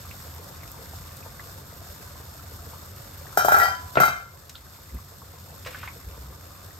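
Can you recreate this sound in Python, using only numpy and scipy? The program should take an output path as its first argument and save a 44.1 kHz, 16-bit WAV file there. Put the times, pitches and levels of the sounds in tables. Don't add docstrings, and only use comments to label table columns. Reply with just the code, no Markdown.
import sys
import numpy as np
from scipy import signal
from scipy.fft import rfft, irfft
from scipy.io import wavfile

SR = 44100
rng = np.random.default_rng(int(sys.argv[2]) if len(sys.argv) > 2 else 0)


def dump_mix(stems):
    frames = np.atleast_2d(stems).T
    limited = np.clip(frames, -1, 1)
    pcm = np.round(limited * 32767).astype(np.int16)
    wavfile.write(sys.argv[1], SR, pcm)


N = 299747
T = np.arange(N) / SR
FREQS = np.maximum(np.arange(N // 2 + 1) * SR / N, 1)
LID_LEAD_S = 0.00024
SLIDE_S = 3.95


def from_db(db):
    return 10 ** (np.asarray(db) / 20)


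def rms_one(x):
    return x / np.sqrt(np.mean(x ** 2) + 1e-20)


def at_hz(points, hz):
    table_hz, table_db = np.array(points).T
    return np.interp(np.log(hz), np.log(table_hz), table_db)


def noise(colour_db):
    return rms_one(irfft(rfft(rng.standard_normal(N)) * from_db(colour_db), N))


def stereo(mid, side):
    return np.array([mid + side, mid - side])


def add(out, start_s, sound):
    start = int(start_s * SR)
    part = out[..., start:start + sound.shape[-1]]
    part += sound[..., :part.shape[-1]]


def later(x, lag_s):
    return np.interp(T - lag_s, T, x)


def ring(clicks, hz, t60_s):
    r = from_db(-60 / (t60_s * SR))
    w = 2 * np.pi * hz / SR
    return signal.lfilter([0, np.sin(w)], [1, -2 * r * np.cos(w), r * r], clicks + 1e-18)


def blows(times, level_db, spread_db):
    clicks = np.zeros(N)
    clicks[(times * SR).astype(int)] = from_db(level_db + spread_db * rng.standard_normal(len(times)))
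    return clicks


def kitchen(x, wet_db, t60_s, wall_hz):
    t = np.arange(SR // 2) / SR
    tail = rng.standard_normal((2, len(t))) * from_db(-60 * t / t60_s) * (t > .003)
    tail = signal.sosfilt(signal.butter(1, wall_hz, fs=SR, output="sos"), tail)
    tail /= np.sqrt(np.sum(tail ** 2, axis=1, keepdims=True))
    return x + from_db(wet_db) * signal.fftconvolve(x, tail, axes=1)[:, :N]


def simmering(per_s, size_db, cycles, side_db, count=36):
    # f/Hz, relative density/dB
    bubble_colour = [(150, -25), (280, -0.5), (360, -0.5), (440, -19), (550, 5), (800, -8.5), (1150, 2.5),
                     (1450, -9), (1800, -8), (2500, -9.5), (3500, -17)]
    out = np.zeros((2, N))
    for hz in np.geomspace(200, 3400, count):
        draws = rng.random((1000, 4))[:int(per_s * N / SR / count)]
        when, size, sign, place = draws.T
        height = np.sign(sign - .5) * from_db(size_db * np.minimum(-np.log(size), 3.5))
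        clicks = np.zeros((2, N))
        clicks[:, (when * N).astype(int)] = stereo(height, height * from_db(side_db) * (2 * place - 1))
        band = rms_one(ring(clicks, hz, cycles / hz))
        out += band * from_db(at_hz(bubble_colour, hz)) * np.sqrt(hz)
    return rms_one(out)


def plops(simmer_db):
    # t/s, level/dB, f/Hz
    large_bubbles = [(.111, -31, 2530), (.112, -34, 2060), (.266, -33, 530), (.385, -34, 960),
                     (.494, -33, 860), (.496, -31, 300), (.631, -33, 1090), (.633, -33, 1970),
                     (.652, -34, 320), (.742, -30, 930), (.767, -32, 860), (.816, -32, 625),
                     (.818, -32, 460), (.935, -27.5, 720), (1.227, -35, 2400), (1.261, -27, 840),
                     (1.262, -30, 560), (1.394, -29, 1660), (1.396, -26.5, 1850), (1.582, -30.5, 815),
                     (1.726, -30, 546), (1.814, -29, 622), (2.013, -41, 2480), (2.204, -34, 850),
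                     (2.347, -34, 615), (2.393, -34, 1250), (2.590, -32, 1140), (2.621, -32, 339),
                     (2.733, -27, 930), (3.268, -31, 1690), (3.327, -29, 1150), (4.666, -37, 1440),
                     (4.895, -40, 1960), (4.968, -39, 1870), (4.987, -31, 1090), (5.119, -32, 550),
                     (5.219, -29, 1050), (5.477, -36, 776), (6.009, -42, 1920), (6.177, -27.5, 527),
                     (6.707, -38, 1760)]
    blips_per_s, low_hz, high_hz = 14, 286, 1064
    above_simmer_db, spread_db = 19, 5
    cycles_at_1khz = 14.6
    when, size, pitch = rng.random((200, 3))[:int(blips_per_s * N / SR)].T
    blip_db = simmer_db[(when * N).astype(int)] + above_simmer_db + spread_db * (2 * size - 1)
    blip_hz = low_hz * (high_hz / low_hz) ** pitch
    out = np.zeros((2, N))
    for s, level_db, hz in [*large_bubbles, *zip(when * N / SR, blip_db, blip_hz)]:
        cycles = cycles_at_1khz * (hz / 1e3) ** 0.81
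        add(out, s, from_db(level_db) * bubble(hz, cycles, glide=0.16, rise_cycles=1.0))
    return kitchen(out, wet_db=-7.0, t60_s=0.064, wall_hz=4000)


def bubble(hz, cycles, glide, rise_cycles):
    turns = np.arange(int(cycles / hz * SR)) * hz / SR
    swing = np.sin(2 * np.pi * turns * (1 + glide * turns / cycles))
    return swing * from_db(-60 * turns / cycles) * (1 - np.exp(-turns / rise_cycles))


def fizz(per_s, size_db, low_hz):
    when, size, sign, place = rng.random((20000, 4))[:int(per_s * N / SR)].T
    height = np.sign(sign - .5) * from_db(size_db * np.minimum(-np.log(size), 4.5))
    ticks = np.zeros((2, N))
    ticks[:, (when * N).astype(int)] = stereo(height, height * (place - .5))
    return rms_one(signal.sosfilt(signal.butter(1, low_hz, "high", fs=SR, output="sos"), ticks))


def lid():
    # f/Hz, level/dB, t60/s
    pot_modes = [(137, -3, 0.18), (187.6, -6.5, 0.17), (272, -6, 0.081), (394, 2.5, 0.038), (523, 2, 0.062)]
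    thud_re_clunk_db, thud_slid_gain_db = -30.5, 11.5
    times, ring_db, clunk_db, overtone_db, clang_db, pitches, favoured_hz = contacts()

    air = clunks(times, clunk_db, pitches)
    air = signal.sosfilt(signal.butter(4, 1800, fs=SR, output="sos"), air)
    hollow = np.array([air, later(air, LID_LEAD_S)]) * from_db([[1], [-3.5]])

    thud_db = clunk_db + thud_re_clunk_db + thud_slid_gain_db * (times > SLIDE_S)
    thud = np.zeros(N)
    for k, (hz, level_db, t60_s) in enumerate(pot_modes):
        thud += ring(blows(times, thud_db + level_db, spread_db=2.0), hz, t60_s) * (-1) ** k
    low = hollow + thud * from_db([[.5], [-.5]])

    hard = blows(times, clang_db, spread_db=1.5)
    bright = clang(hard, t60_s=0.22, uneven_db=17) + crack(hard, level_db=-4.0, t60_s=0.022)
    high = steel(times, ring_db, overtone_db, favoured_hz) + bright
    ringing = kitchen(high, wet_db=-11.5, t60_s=0.39, wall_hz=5200)
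    return ringing + kitchen(low, wet_db=-12.0, t60_s=0.35, wall_hz=4030)


def contacts(count=8):
    # t/s, ring/dB, clunk/dB, overtone/dB, clang/dB, clunk pitch ratio, favoured f/Hz
    falls = [(3.3729, -11, -2, -22.5, -23.5, 1, 5470), (3.392, -16.5, -22, -26.5, -46, 1.16, 3880),
             (3.409, -18, -29, -33, -45, 0.68, 3160), (3.4471, -19.5, -5, -32, -24.5, 0.9, 3160),
             (3.4826, -11.5, -3, -29, -27.5, 1.09, 3880), (3.507, -16, -27, -39, -40, 1.2, 5010),
             (3.5194, -6, -6.5, -24.5, -24.5, 0.92, 3880), (3.543, -6.5, -6.5, -28, -33, 1.03, 4510),
             (3.565, -14, -15, -37, -32, 0.93, 4510), (3.583, -13, -12, -35, -26, 0.99, 5010),
             (3.599, -7.5, -12, -27, -28, 1.06, 3880), (3.616, -7, -21, -35, -37, 0.82, 5010),
             (3.631, -25, -20, -25.5, -31, 0.92, 3100), (3.645, -18, -14, -29.5, -38, 1.01, 4510),
             (3.655, -16, -22, -38, -38, 1.2, 3170), (3.9555, -23.5, -19.5, -50, -54, 0.88, 3880),
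             (3.971, -9.5, -2.5, -50, -60, 0.862, 3138), (3.985, -18, -12, -39, -58, 0.8, 3138),
             (4.001, -5.5, -6, -29.5, -27, 0.99, 3880), (4.019, -14, -18, -26, -39, 0.98, 4940),
             (4.0336, -6.5, -15, -29, -33, 1, 3880), (4.052, -22, -24, -35, -29.5, 1.01, 4510)]
    # t/s, first ring/dB, first overtone/dB, first clang/dB, loss per touch/dB, favoured f/Hz
    rattle_runs = [(3.681, -21.5, -35, -45, 4.5, 3170), (4.079, -15.5, -35, -39, 15, 3880)]
    rebound_s, rebound_db, rebound_clunk_db = .008, -12, -13.5
    first_gap_s, gap_ratio = 0.015, 0.908
    clunk_re_ring_db = -1.5
    drop_db = np.array([rebound_db, rebound_clunk_db, rebound_db, rebound_db])
    rows = list(falls)
    for s, *levels_db, pitch, favoured_hz in falls:
        rebound_at_s = s + rebound_s * rng.uniform(.7, 1.3)
        rows.append((rebound_at_s, *(np.array(levels_db) + drop_db), pitch, favoured_hz))
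    for s, ring_db, overtone_db, clang_db, loss_db, favoured_hz in rattle_runs:
        first_db = np.array([ring_db, ring_db + clunk_re_ring_db, overtone_db, clang_db])
        for k in range(count):
            rows.append((s, *(first_db - loss_db * k), 1, favoured_hz))
            s = s + first_gap_s * gap_ratio ** k
    return np.transpose(sorted(rows))


def steel(times, ring_db, overtone_db, favoured_hz):
    # f/Hz, level/dB, t60/s, left re right/dB, change in low rattle/dB, change after the slide/dB
    lid_modes = [(454, -28.5, 0.093, 8, 4, -6), (631, -22, 0.085, 1, -6, -2), (705, -22, 0.3, -2, 3.5, 3.5),
                 (774, -20, 0.42, 7, 2, -4), (876, -21, 0.11, 1, -14, 3), (994, -28, 2.45, 7, -7, -36),
                 (1089, -25, 0.026, -2, -11, 19.5), (1171, -23, 0.49, -3, -9, -4),
                 (1349, -7, 0.13, 17, 0.5, 0.5), (1374, 2.5, 0.17, 0, -5.5, -4),
                 (1470, -25.5, 0.42, -10, -10, 4), (1389, -13.5, 0.069, 13, 7, 5),
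                 (1535, -10, 0.43, 6.5, -8, -8), (1652, -17.5, 0.2, 13.5, -17, -8.5),
                 (1692, -23.5, 0.4, -16.5, 0.5, -10), (1936, -28, 0.18, 15, 11.5, -5),
                 (2080, -33.5, 0.14, 18, -3, 14), (2107, -32, 0.5, 5, 4, 11),
                 (2374, -25.5, 0.39, -10, -5, -3), (2642, -35.5, 0.21, 13, -3, 8.5),
                 (3090, -17.5, 0.41, 2, 10.5, 12), (3146, -7, 0.36, -4, 0.5, 5),
                 (3890, -7.5, 0.32, 8.5, -3.5, 4), (4505, -7.5, 0.29, 8.5, 5, 6), (4880, -23, 0.3, 4, 2, 8),
                 (4994, -8.5, 0.32, 11.5, 5.5, 0.5), (5440, -8.5, 0.43, 10.5, -6, -14),
                 (5820, -10.5, 0.37, 16, 0, 4.5), (6100, -11, 0.52, 14, -5, 3),
                 (6360, -11, 0.42, 17, -2, -4), (8140, -12, 0.42, 2, -9, 2.5), (8600, -7, 0.26, 16, -9, -1)]
    low_rattle_s = 3.59
    overtone_from_hz = 2900
    favour_db, favour_octaves = 8, .06
    t = times[0] + np.arange(int(1.3 * SR)) / SR
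    pair, out = np.zeros((2, len(t))), np.zeros((2, N))
    for hz, level_db, t60_s, lean_db, low_db, slid_db in lid_modes:
        drive_db = ring_db
        if hz > overtone_from_hz:
            off_octaves = np.log2(hz / favoured_hz)
            drive_db = overtone_db - favour_db * (1 - np.exp(-(off_octaves / favour_octaves) ** 2))
        seat_db = np.select([times > SLIDE_S, times > low_rattle_s], [slid_db, low_db])
        mode = rattled(t, times, drive_db + seat_db + level_db, hz, t60_s, contact_hz=457)
        late = np.exp(-2j * np.pi * hz * LID_LEAD_S)
        pair += np.real([mode * from_db(lean_db / 2), mode * late * from_db(-lean_db / 2)])
    add(out, times[0], pair)
    return out


def rattled(t, times, level_db, hz, t60_s, contact_hz):
    bend_share = 0.00398
    bleed_share, bleed_t60_s = 0.57, 0.046
    jolt_rad = 1.35
    at = ((times - t[0]) * SR).astype(int)
    fed, kicks = np.zeros((2, len(t)))
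    strength, turn, bend = rng.standard_normal((len(times), 3)).T
    spread_db = min(hz / 1500, 2)
    fed[at] = from_db(level_db + spread_db * strength) ** 2

    def decaying(decay_s):
        return signal.lfilter([1], [1, -from_db(-120 / (decay_s * SR))], fed)

    free = decaying(t60_s)
    draining = decaying(min(t60_s, bleed_t60_s))
    slide = int((SLIDE_S - t[0]) * SR)
    since_s = t[slide:] - t[slide]
    old_ring = free[slide] * from_db(-120 * since_s / t60_s)
    free[slide:] -= old_ring * .999 * (1 - from_db(-120 * since_s / bleed_t60_s))
    energy = free + bleed_share * (draining - free)

    kicks[at] = jolt_rad * turn * np.sqrt(fed[at] / energy[at])
    latest = np.searchsorted(at, np.arange(len(t)), side="right") - 1
    bent_hz = bend_share * hz * bend[latest]
    phase = np.cumsum(kicks + 2 * np.pi * bent_hz / SR)
    soft = signal.butter(2, contact_hz, fs=SR, output="sos")
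    swing = signal.sosfilt(soft, np.sqrt(energy) * np.exp(1j * phase))
    return swing * np.exp(2j * np.pi * (hz * (t - t[0]) + rng.random()))


def clang(clicks, t60_s, uneven_db, count=280):
    # f/Hz, relative level/dB
    clang_colour = [(2800, -4), (3500, -14), (4400, -16), (6000, -4), (7600, -2.5), (9000, -3.5),
                    (10500, -3.5), (12200, 4.5), (14500, 1), (16000, -16)]
    # f/Hz, left re right/dB
    clang_lean = [(2000, -9), (4000, 16.5), (6000, 5), (8000, 1), (15000, -1)]
    t = np.arange(SR // 2) / SR
    place, start, apart, strength = rng.random((4, count, 1))
    hz = 2800 + 13200 * (np.arange(count)[:, None] + place) / count
    height = from_db(at_hz(clang_colour, hz) + uneven_db * strength)
    height /= np.sqrt(np.sum(height ** 2) / 2)
    lean = from_db(at_hz(clang_lean, hz) / 2)
    decay = np.exp(-np.log(1000) * t / t60_s * (hz / 8000) ** .5)
    fading = (height * decay).astype(np.float32)
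    lag = (apart - .5) * np.where(hz > 11000, .45, 1)
    sides = []
    for gain, phase in ((lean, start), (1 / lean, start + lag)):
        swing = np.sin((2 * np.pi * (hz * t + phase)).astype(np.float32))
        sides.append(np.sum(fading * gain * swing, axis=0))
    return signal.fftconvolve(clicks[None], np.array(sides), axes=1)[:, :N]


def crack(clicks, level_db, t60_s):
    t = np.arange(SR // 20) / SR
    band = signal.butter(2, [11000, 15500], "band", fs=SR, output="sos")
    burst = rms_one(signal.sosfilt(band, rng.standard_normal(len(t))))
    return signal.fftconvolve(clicks, burst * from_db(level_db - 60 * t / t60_s))[:N]


def clunks(times, clunk_db, pitches):
    # f/Hz, level/dB, t60/s
    air_modes = [(392, -13, 0.025), (670, -0.5, 0.02), (812, -2.5, 0.03), (946, -12.5, 0.024),
                 (1380, -5, 0.0056)]
    out, click = np.zeros(N), signal.unit_impulse(SR // 10)
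    for s, strength_db, pitch in zip(times, clunk_db, pitches):
        for k, (hz, level_db, t60_s) in enumerate(air_modes):
            struck = click * from_db(strength_db + level_db)
            add(out, s, ring(struck, hz * pitch, t60_s) * (-1) ** k)
    return out


def knocks():
    # t/s, level/dB, centre f/Hz, width/octaves, t60/s
    touches = [(0.348, -35, 13000, .4, .008), (0.7165, -29.5, 12400, 0.43, 0.0068),
               (1.168, -36.5, 10000, .8, .02), (3.177, -37, 13000, .3, .008),
               (3.954, -32.5, 3430, 0.36, 0.027), (3.9704, -24, 2150, 0.25, 0.12),
               (4.494, -35.5, 5600, 1.06, .04), (4.496, -52, 2110, .08, 0.053),
               (4.548, -45.5, 1380, .08, .08), (4.554, -37, 3630, 0.21, 0.04),
               (4.946, -39, 12000, .4, .015), (5.649, -38.5, 1700, 1.1, 0.046),
               (5.662, -37, 550, 0.29, 0.16), (5.662, -34.5, 1500, 1.1, 0.089),
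               (5.669, -32, 1570, 0.45, 0.051), (5.672, -38, 4500, 0.66, .02),
               (5.744, -33.5, 1520, 0.29, 0.073), (5.831, -31, 1300, 0.44, .07),
               (5.875, -30.5, 2150, 0.19, 0.036), (5.8759, -40, 1000, 0.19, 0.08)]
    rise_s = 0.00077
    out = scrape(per_s=1300, size_db=-10)
    t = np.arange(SR // 4) / SR
    hz = np.maximum(np.arange(len(t) // 2 + 1) * SR / len(t), 1)
    for s, level_db, centre_hz, octaves, t60_s in touches:
        colour = 1 / (1 + (np.log2(hz / centre_hz) / octaves) ** 2)
        scuff = irfft(rfft(rng.standard_normal(len(t))) * colour, len(t))
        fall_db = -60 * np.maximum(t - rise_s, 0) / t60_s
        envelope = np.minimum(t / rise_s, 1) * from_db(level_db + fall_db)
        add(out, s, rms_one(scuff * envelope) * np.sqrt(np.mean(envelope ** 2)))
    return kitchen(np.array([out, out]), wet_db=-7.5, t60_s=0.15, wall_hz=6070)


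def scrape(per_s, size_db):
    # start/s, end/s, level/dB, centre f/Hz, width/octaves
    drag = (5.66, 5.87, -49, 2200, 0.6)
    start_s, end_s, level_db, centre_hz, octaves = drag
    length_s = end_s - start_s
    when, size = rng.random((1000, 2))[:int(per_s * length_s)].T
    slips = blows(start_s + when * length_s, size_db * size, spread_db=1.0)
    sound = irfft(rfft(slips) / (1 + (np.log2(FREQS / centre_hz) / octaves) ** 2), N)
    return from_db(level_db) * rms_one(sound) * np.sqrt(length_s * SR / N)


def bumps():
    # t/s, swing peak/dB, half length/s
    hand_bumps = [(4.955, -27, 0.026), (6.078, -29.5, 0.018), (6.246, -36, 0.1)]
    swing_hz, rub_db, rub_hz = 64.6, -14.5, 170
    rub_colour = [(20, -30), (rub_hz / 2, 0), (rub_hz, -2), (rub_hz * 10, -40), (SR / 2, -90)]
    rub = from_db(rub_db) * noise(at_hz(rub_colour, FREQS))
    out = np.zeros(N)
    for s, level_db, half_s in hand_bumps:
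        swing = np.cos(2 * np.pi * swing_hz * (T - s))
        out += from_db(level_db) * np.exp(-((T - s) / half_s) ** 2) * (swing + rub)
    return out


def burner():
    # f/Hz, relative density/dB
    rumble_colour = [(20, -60), (30, -46), (40, -22), (50, -2.5), (62, -9), (78, 3.5), (95, 2), (113, -8.5),
                     (135, -5.5), (165, -10), (240, -20), (450, -23.5), (1000, -38.5)]
    colour_db = at_hz(rumble_colour, FREQS)
    return stereo(noise(colour_db), from_db(-17.5) * noise(colour_db))


def hiss(flutter_db):
    # f/Hz, relative density/dB
    jet_colour = [(300, -9), (1500, 7), (2300, -11.5), (3150, -6), (3900, -0.5), (4800, 0.5), (6000, -0.5),
                  (7500, 2.5), (8700, 1.5), (10500, -23), (11600, 6.5), (13500, -2.5), (15000, -4),
                  (15600, -9.5)]
    # f/Hz, side re mid/dB
    jet_side = [(100, -41), (1000, 0.5), (3000, -0.5), (5000, -0.5), (8000, -6), (10000, 17), (11500, 3),
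                (15000, -50)]
    # f/Hz, width/Hz, height above the hiss/dB
    jet_whistles = [(3586, 99, 10), (4380, 130, 3.5), (5250, 260, 6), (7030, 95, 4.5), (13160, 370, 12)]
    colour_db = at_hz(jet_colour, FREQS)
    for hz, width_hz, peak_db in jet_whistles:
        colour_db = colour_db + peak_db / (1 + (2 * (FREQS - hz) / width_hz) ** 2)
    mid, side = rfft(rng.standard_normal((2, N))) * from_db(colour_db)
    pair = irfft(stereo(mid, side * from_db(at_hz(jet_side, FREQS))), N)
    flutter = noise(at_hz([(3, 7.5), (80, -3.5), (400, -8), (3000, -80)], FREQS))
    return rms_one(pair) * from_db(flutter_db * flutter)


def scene():
    # t/s, level/dB
    simmer_level = [(0.0, -52.5), (2.29, -54), (3.3, -53), (3.9, -53.5), (4.3, -58.5), (5.12, -57),
                    (5.76, -54.5), (6.8, -56.5)]
    rumble_re_simmer_db, bubbling_re_simmer_db, jets_re_simmer_db = 10.5, 0, 7.5
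    front_lead_s = .00004
    simmer_db = np.interp(T, *np.transpose(simmer_level))
    rumble_gain = from_db(simmer_db + rumble_re_simmer_db)
    bubbling_gain = from_db(simmer_db + bubbling_re_simmer_db)
    jets_gain = from_db(simmer_db + jets_re_simmer_db)
    small = simmering(per_s=1100, size_db=3.5, cycles=16.5, side_db=-5.0)
    small = kitchen(small, wet_db=-4.5, t60_s=0.31, wall_hz=4020)
    stew = (bubbling_gain * small + plops(simmer_db)) * from_db([[.6], [-.6]])
    left, right = stew + rumble_gain * burner()
    sizzle = hiss(flutter_db=2.0) + from_db(-21.5) * fizz(per_s=45, size_db=6.5, low_hz=9000)
    front = np.array([left, later(right, front_lead_s)]) + jets_gain * sizzle
    return front + lid() + knocks() + bumps()


def record(dry):
    cutoff_hz = 15700
    mid, side = (dry[0] + dry[1]) / 2, (dry[0] - dry[1]) / 2
    mid = signal.sosfilt(signal.butter(2, [9000, 11100], "bandstop", fs=SR, output="sos"), mid)
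    rounded = 1.197 * np.tanh(stereo(mid, side) / 1.391)
    return signal.sosfilt(signal.ellip(10, .1, 80, cutoff_hz, fs=SR, output="sos"), rounded)


dry = scene()
out = record(dry)
dump_mix(out)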